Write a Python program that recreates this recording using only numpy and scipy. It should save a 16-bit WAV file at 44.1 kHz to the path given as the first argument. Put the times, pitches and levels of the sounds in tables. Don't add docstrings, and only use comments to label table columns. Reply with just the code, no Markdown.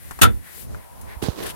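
import sys
import numpy as np
from scipy import signal
from scipy.fft import rfft, irfft
from scipy.io import wavfile

SR = 44100
rng = np.random.default_rng(int(sys.argv[2]) if len(sys.argv) > 2 else 0)


def dump(signal):
    limited = np.clip(np.atleast_2d(signal).T, -1, 1)
    pcm = np.round(limited * 32767).astype(np.int16)
    wavfile.write(sys.argv[1], SR, pcm)


N = 68355
T = np.arange(N) / SR
HZ = np.maximum(np.fft.rfftfreq(N, 1 / SR), 1)


def undb(db):
    return 10 ** (np.asarray(db) / 20)


def curve(points):
    hz, value = np.array(points, float).T
    return np.interp(np.log(HZ), np.log(hz), value)


def fader(points):
    return undb(np.interp(T, *np.array(points).T))


def pan(db):
    return undb(np.array([[db], [-db]]) / 2)


def age(start):
    return np.maximum(T - start, 0)


def strike(start, attack, t60):
    return np.minimum(age(start) / attack, 1) * np.exp(-np.log(1000) * age(start) / t60)


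def swell(start, peak, end):
    return np.sin(np.pi / 2 * np.interp(T, [start, peak, end], [0, 1, 0])) ** 2


def grain(rate_hz, depth_db):
    steps = np.interp(T * rate_hz, np.arange(N), rng.standard_normal(N))
    gain = undb(depth_db * steps)
    return gain / np.sqrt(np.mean(gain ** 2))


# f/Hz, left-right correlation
PORT_CORRELATION = [(50, -0.84), (300, -0.85), (600, -0.62), (1000, 0.0015), (1500, -0.17), (4000, -0.088)]


def noise(eq, tilt_db=0):
    mid, side = rfft(rng.standard_normal((2, N))) * undb(curve(eq) + tilt_db * np.log2(HZ))
    alike = curve(PORT_CORRELATION)
    mid, side = mid * np.sqrt(1 + alike), side * np.sqrt(1 - alike)
    stereo = irfft(np.array([mid + side, mid - side]), N)
    return stereo / stereo.std()


# t/s, crack level/dB, catch ring level/dB, attack/s
CONTACTS = [(0.2136, -4.5, -25, 0.0071), (0.2165, -4, -15, 0.0021), (0.2302, -6.5, -10, 0.003),
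            (0.2367, -22, -4, 0.0021), (.247, -28, -24, .002)]
# f/Hz, level/dB
CRACK_EQ = [(100, -2.5), (250, 2.5), (500, 1.5), (900, -5.5), (1400, 3.5), (2000, -0.5), (2750, -3.5),
            (3200, 0), (5000, -5.5), (7500, -3), (10500, -1), (13500, -4), (16000, -16)]
# f/Hz, t60/s
CRACK_DECAY = [(100, 0.41), (500, 0.18), (1200, 0.13), (2500, 0.12), (5000, 0.074), (12000, 0.067)]


def catch_crack():
    spectrum = rfft(noise(CRACK_EQ) * grain(900, depth_db=1))
    band_position = curve([(hz, k) for k, (hz, _) in enumerate(CRACK_DECAY)])
    out = 0
    for k, (_, t60) in enumerate(CRACK_DECAY):
        crossfade = np.maximum(1 - abs(band_position - k), 0)
        energy = sum((undb(db) * strike(t, attack, t60)) ** 2 for t, db, _, attack in CONTACTS)
        out += irfft(spectrum * crossfade, N) * np.sqrt(energy)
    return out


def struck_steel(modes, hits):
    out = 0
    for hz, db, t60 in modes:
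        lag_rad = np.array([[0], [rng.uniform(0.294, 2.079)]])
        energy = sum((undb(hit_db) * strike(t, attack, t60)) ** 2 for t, hit_db, attack in hits)
        partial = np.sin(2 * np.pi * (hz * T + rng.random()) - lag_rad)
        out += undb(db) * np.sqrt(energy) * partial * grain(200, depth_db=3)
    return out


# f/Hz, level/dB, t60/s
STRIKER_MODES = [(2570, -10, 0.035), (2678, -26, 0.078), (2670, -5.5, 0.051), (3013, -12, 0.053),
                 (3520, -15.5, 0.14), (3644, -11, .08), (4180, -31, 0.086), (4240, -22, 0.046),
                 (5110, -20, 0.077), (6320, -12.5, 0.05), (6720, -19, 0.06), (9410, -26, 0.042),
                 (9640, -20, .065)]
# f/Hz, level/dB, t60/s
CATCH_MODES = [(759, -21.5, 0.13), (963, -19, 0.13), (1326, 0, 0.1), (1358, -4, 0.098), (1456, -12.5, 0.11),
               (1513, -29, 0.21), (1550, -23, 0.082), (1824, -24, 0.14)]


def latch_ring():
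    striker = struck_steel(STRIKER_MODES, [(t, db, attack) for t, db, _, attack in CONTACTS])
    catch = struck_steel(CATCH_MODES, [(t, db, attack) for t, _, db, attack in CONTACTS])
    return striker + catch


# f/Hz, level/dB, t60/s, attack/s
BOOM_MODES = [(65.7, -4.5, 0.38, 0.062), (97.1, -0.5, 0.32, .05), (111.5, -0.5, 0.2, .017),
              (209, -6.5, 0.21, 0.0045), (258.8, -7, 0.16, 0.0037), (470, -7.5, 0.2, 0.04)]


def seat_boom():
    slam_s, settle_s, damping_s = 0.2142, 0.375, 0.04
    boom = 0
    for hz, db, t60, attack in BOOM_MODES:
        partial = np.sin(2 * np.pi * hz * age(slam_s)) * grain(70, depth_db=3)
        boom += undb(db) * strike(slam_s, attack, t60) * partial
    boom *= np.exp(-age(settle_s) / damping_s)
    return np.array([boom, -undb(0.5) * boom])


# t/s, level/dB, pan L-R/dB, tilt/(dB per octave)
TICKS = [(0.1093, -28.5, 4.5, 2), (0.117, -29, 0, -6.5), (0.1891, -27.5, 3, 1), (1.012, -39.5, 3, 8.5)]
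# f/Hz, level/dB
TICK_EQ = [(60, -5), (150, 0), (300, -2), (500, -7), (900, 6), (1400, -4), (2200, -11.5), (3500, -23),
           (10000, -22.5), (16000, -36.5)]


def hinge_ticks():
    return sum(undb(db) * pan(pan_db) * strike(t, attack=0.00091, t60=0.057) * noise(TICK_EQ, tilt_db)
               for t, db, pan_db, tilt_db in TICKS)


# t/s, level/dB, starting f/Hz, t60/s
BUMPS = [(.707, -32, 605, 0.057), (1.168, -20.5, 70, 0.074), (1.2252, -12.5, 450, 0.022),
         (1.2276, -12, 343, 0.059), (1.2847, -4, 363, 0.053)]
# f/Hz, level/dB
SLAP_EQ = [(100, -19), (400, 11), (900, -15), (1400, -23), (3000, -10), (10000, -36)]


def finger_bumps():
    end_hz, glide_s = 59.4, 0.0033
    skin = undb(-12) * noise(SLAP_EQ)
    out = 0
    for t, db, start_hz, t60 in BUMPS:
        cycles = end_hz * age(t) + (start_hz - end_hz) * glide_s * (1 - np.exp(-age(t) / glide_s))
        thud = strike(t, attack=0.00074, t60=t60) * np.sin(2 * np.pi * cycles)
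        hardness = min(start_hz / 400, 1)
        slap = hardness * skin * strike(t, attack=0.00099, t60=0.024)
        out += undb(db) * (thud + slap)
    return out * undb([[-29], [0]])


# start/s, peak/s, end/s, level/dB
RUBS = [(1.215, 1.225, 1.333, -26.5), (1.219, 1.261, 1.454, -33.5), (1.353, 1.398, 1.574, -30)]
# f/Hz, level/dB
RUB_EQ = [(40, -2), (120, -0.5), (400, 7.5), (700, -5.5), (1100, -3), (2200, -12.5), (3600, -12),
          (6000, -16.5), (10000, -18), (16000, -21)]
# start/s, peak/s, end/s, level/dB
SCRATCHES = [(1.217, 1.229, 1.272, -37.5), (1.416, 1.435, 1.45, -37), (1.443, 1.47, 1.477, -35.5),
             (1.448, 1.498, 1.532, -34)]
# f/Hz, level/dB
SCRATCH_EQ = [(900, -5), (1800, 4.5), (2300, -0.5), (3100, 5.5), (4300, -2), (7000, -6), (10000, 0),
              (12500, -3), (16000, -28)]


def finger_friction():
    rub = noise(RUB_EQ) * grain(600, depth_db=2.5)
    rub *= sum(undb(db) * swell(*times) for *times, db in RUBS)
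    scratch = noise(SCRATCH_EQ) * grain(700, depth_db=1.5)
    scratch *= sum(undb(db) * swell(*times) for *times, db in SCRATCHES)
    return rub * undb([[-14.5], [0]]) + scratch * pan(3.5)


# start/s, peak/s, end/s, body level/dB, swish level/dB, hiss level/dB
CLOTH_MOVES = [(-.1, 0.076, 0.66, -70, -50.5, -50), (0.407, .48, .62, -64, -47, -51.5),
               (0.48, 0.608, 0.68, -49.5, -53.5, -42.5), (.62, 0.823, 0.9, -56, -53, -60),
               (1.043, 1.113, 1.196, -49.5, -43, -61), (1.348, 1.447, 1.51, -31.5, -42, -48)]
# f/Hz, level/dB
BODY_EQ = [(60, -9), (200, -4), (440, -1), (650, -6), (1000, -16.5), (1600, -34), (5000, -45)]
SWISH_EQ = [(300, -8), (1300, -10.5), (1850, -2), (2300, -7), (3000, -15.5), (4500, -19.5), (7000, -36),
            (16000, -35.5)]
FIBRE_EQ = [(1000, -16), (3000, -3), (6000, -4.5), (10500, 0.5), (14000, 0.5), (16000, -8.5)]


def clothes():
    body, swish, hiss = noise(BODY_EQ), noise(SWISH_EQ), noise(FIBRE_EQ) * pan(5)
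    return sum(swell(*times) * (undb(body_db) * body + undb(swish_db) * swish + undb(hiss_db) * hiss)
               for *times, body_db, swish_db, hiss_db in CLOTH_MOVES)


# f/Hz, level/dB
CLICK_EQ = [(200, -9), (600, 2), (1350, 6), (2000, -7), (2700, -9), (3500, -23), (16000, -36)]


def plastic_click():
    return undb(-33) * pan(4) * strike(0.7462, attack=0.00038, t60=0.03) * noise(CLICK_EQ)


# t/s, level/dB
RUMBLE_RIDE = [(0, -42.5), (.08, -37), (.18, -36.5), (.5, -42), (.62, -38.5), (.78, -37.5), (.87, -48),
               (.93, -38.5), (1.08, -41), (1.16, -44), (1.55, -36)]
OUTSIDE_RIDE = [(0, -65), (.6, -60), (.85, -49), (1.0, -47), (1.2, -46.5), (1.55, -43)]
# f/Hz, level/dB
RUMBLE_EQ = [(12, -28), (30, -18), (45, -2), (65, 3.5), (100, -3.5), (180, -9.5), (350, -17.5),
             (600, -21.5), (1000, -32), (1400, -37), (3000, -45), (7000, -41.5), (16000, -74)]
OUTSIDE_EQ = [(200, -19.5), (600, -1), (830, -3), (1010, 0.5), (1140, -10), (1300, -11.5), (4000, -24)]
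MIC_HISS_EQ = [(2000, -4.5), (6500, -10), (10500, 3), (13000, -2.5), (16000, -13)]


def ambience():
    rumble = fader(RUMBLE_RIDE) * noise(RUMBLE_EQ) * grain(13.5, depth_db=4.1)
    wash = fader(OUTSIDE_RIDE) * noise(OUTSIDE_EQ)
    hiss = undb(-55.5) * pan(2) * noise(MIC_HISS_EQ)
    return rumble + wash + hiss


def scene():
    seat = catch_crack() + latch_ring() + seat_boom() + hinge_ticks()
    foley = finger_bumps() + finger_friction() + clothes() + plastic_click()
    return seat + foley + ambience()


# f/Hz, level L-R/dB
PORT_BALANCE = [(60, -3.5), (200, 1.5), (600, 1), (1300, 5.5), (2400, 2), (4200, -5.5), (6500, 1),
                (9500, 8), (15000, 10)]


def record(dry):
    low_cut_hz, high_cut_hz = 20.6, 16000
    port_gains = undb(np.array([[1], [-1]]) * curve(PORT_BALANCE) / 2)
    coloured = irfft(rfft(dry) * port_gains, N)
    low_cut = signal.butter(2, low_cut_hz, "high", fs=SR, output="sos")
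    high_cut = signal.ellip(10, 0.2, 90, high_cut_hz, fs=SR, output="sos")
    clipped = np.tanh(signal.sosfilt(low_cut, coloured))
    return signal.sosfilt(high_cut, clipped)


dry = scene()
out = record(dry)
dump(out)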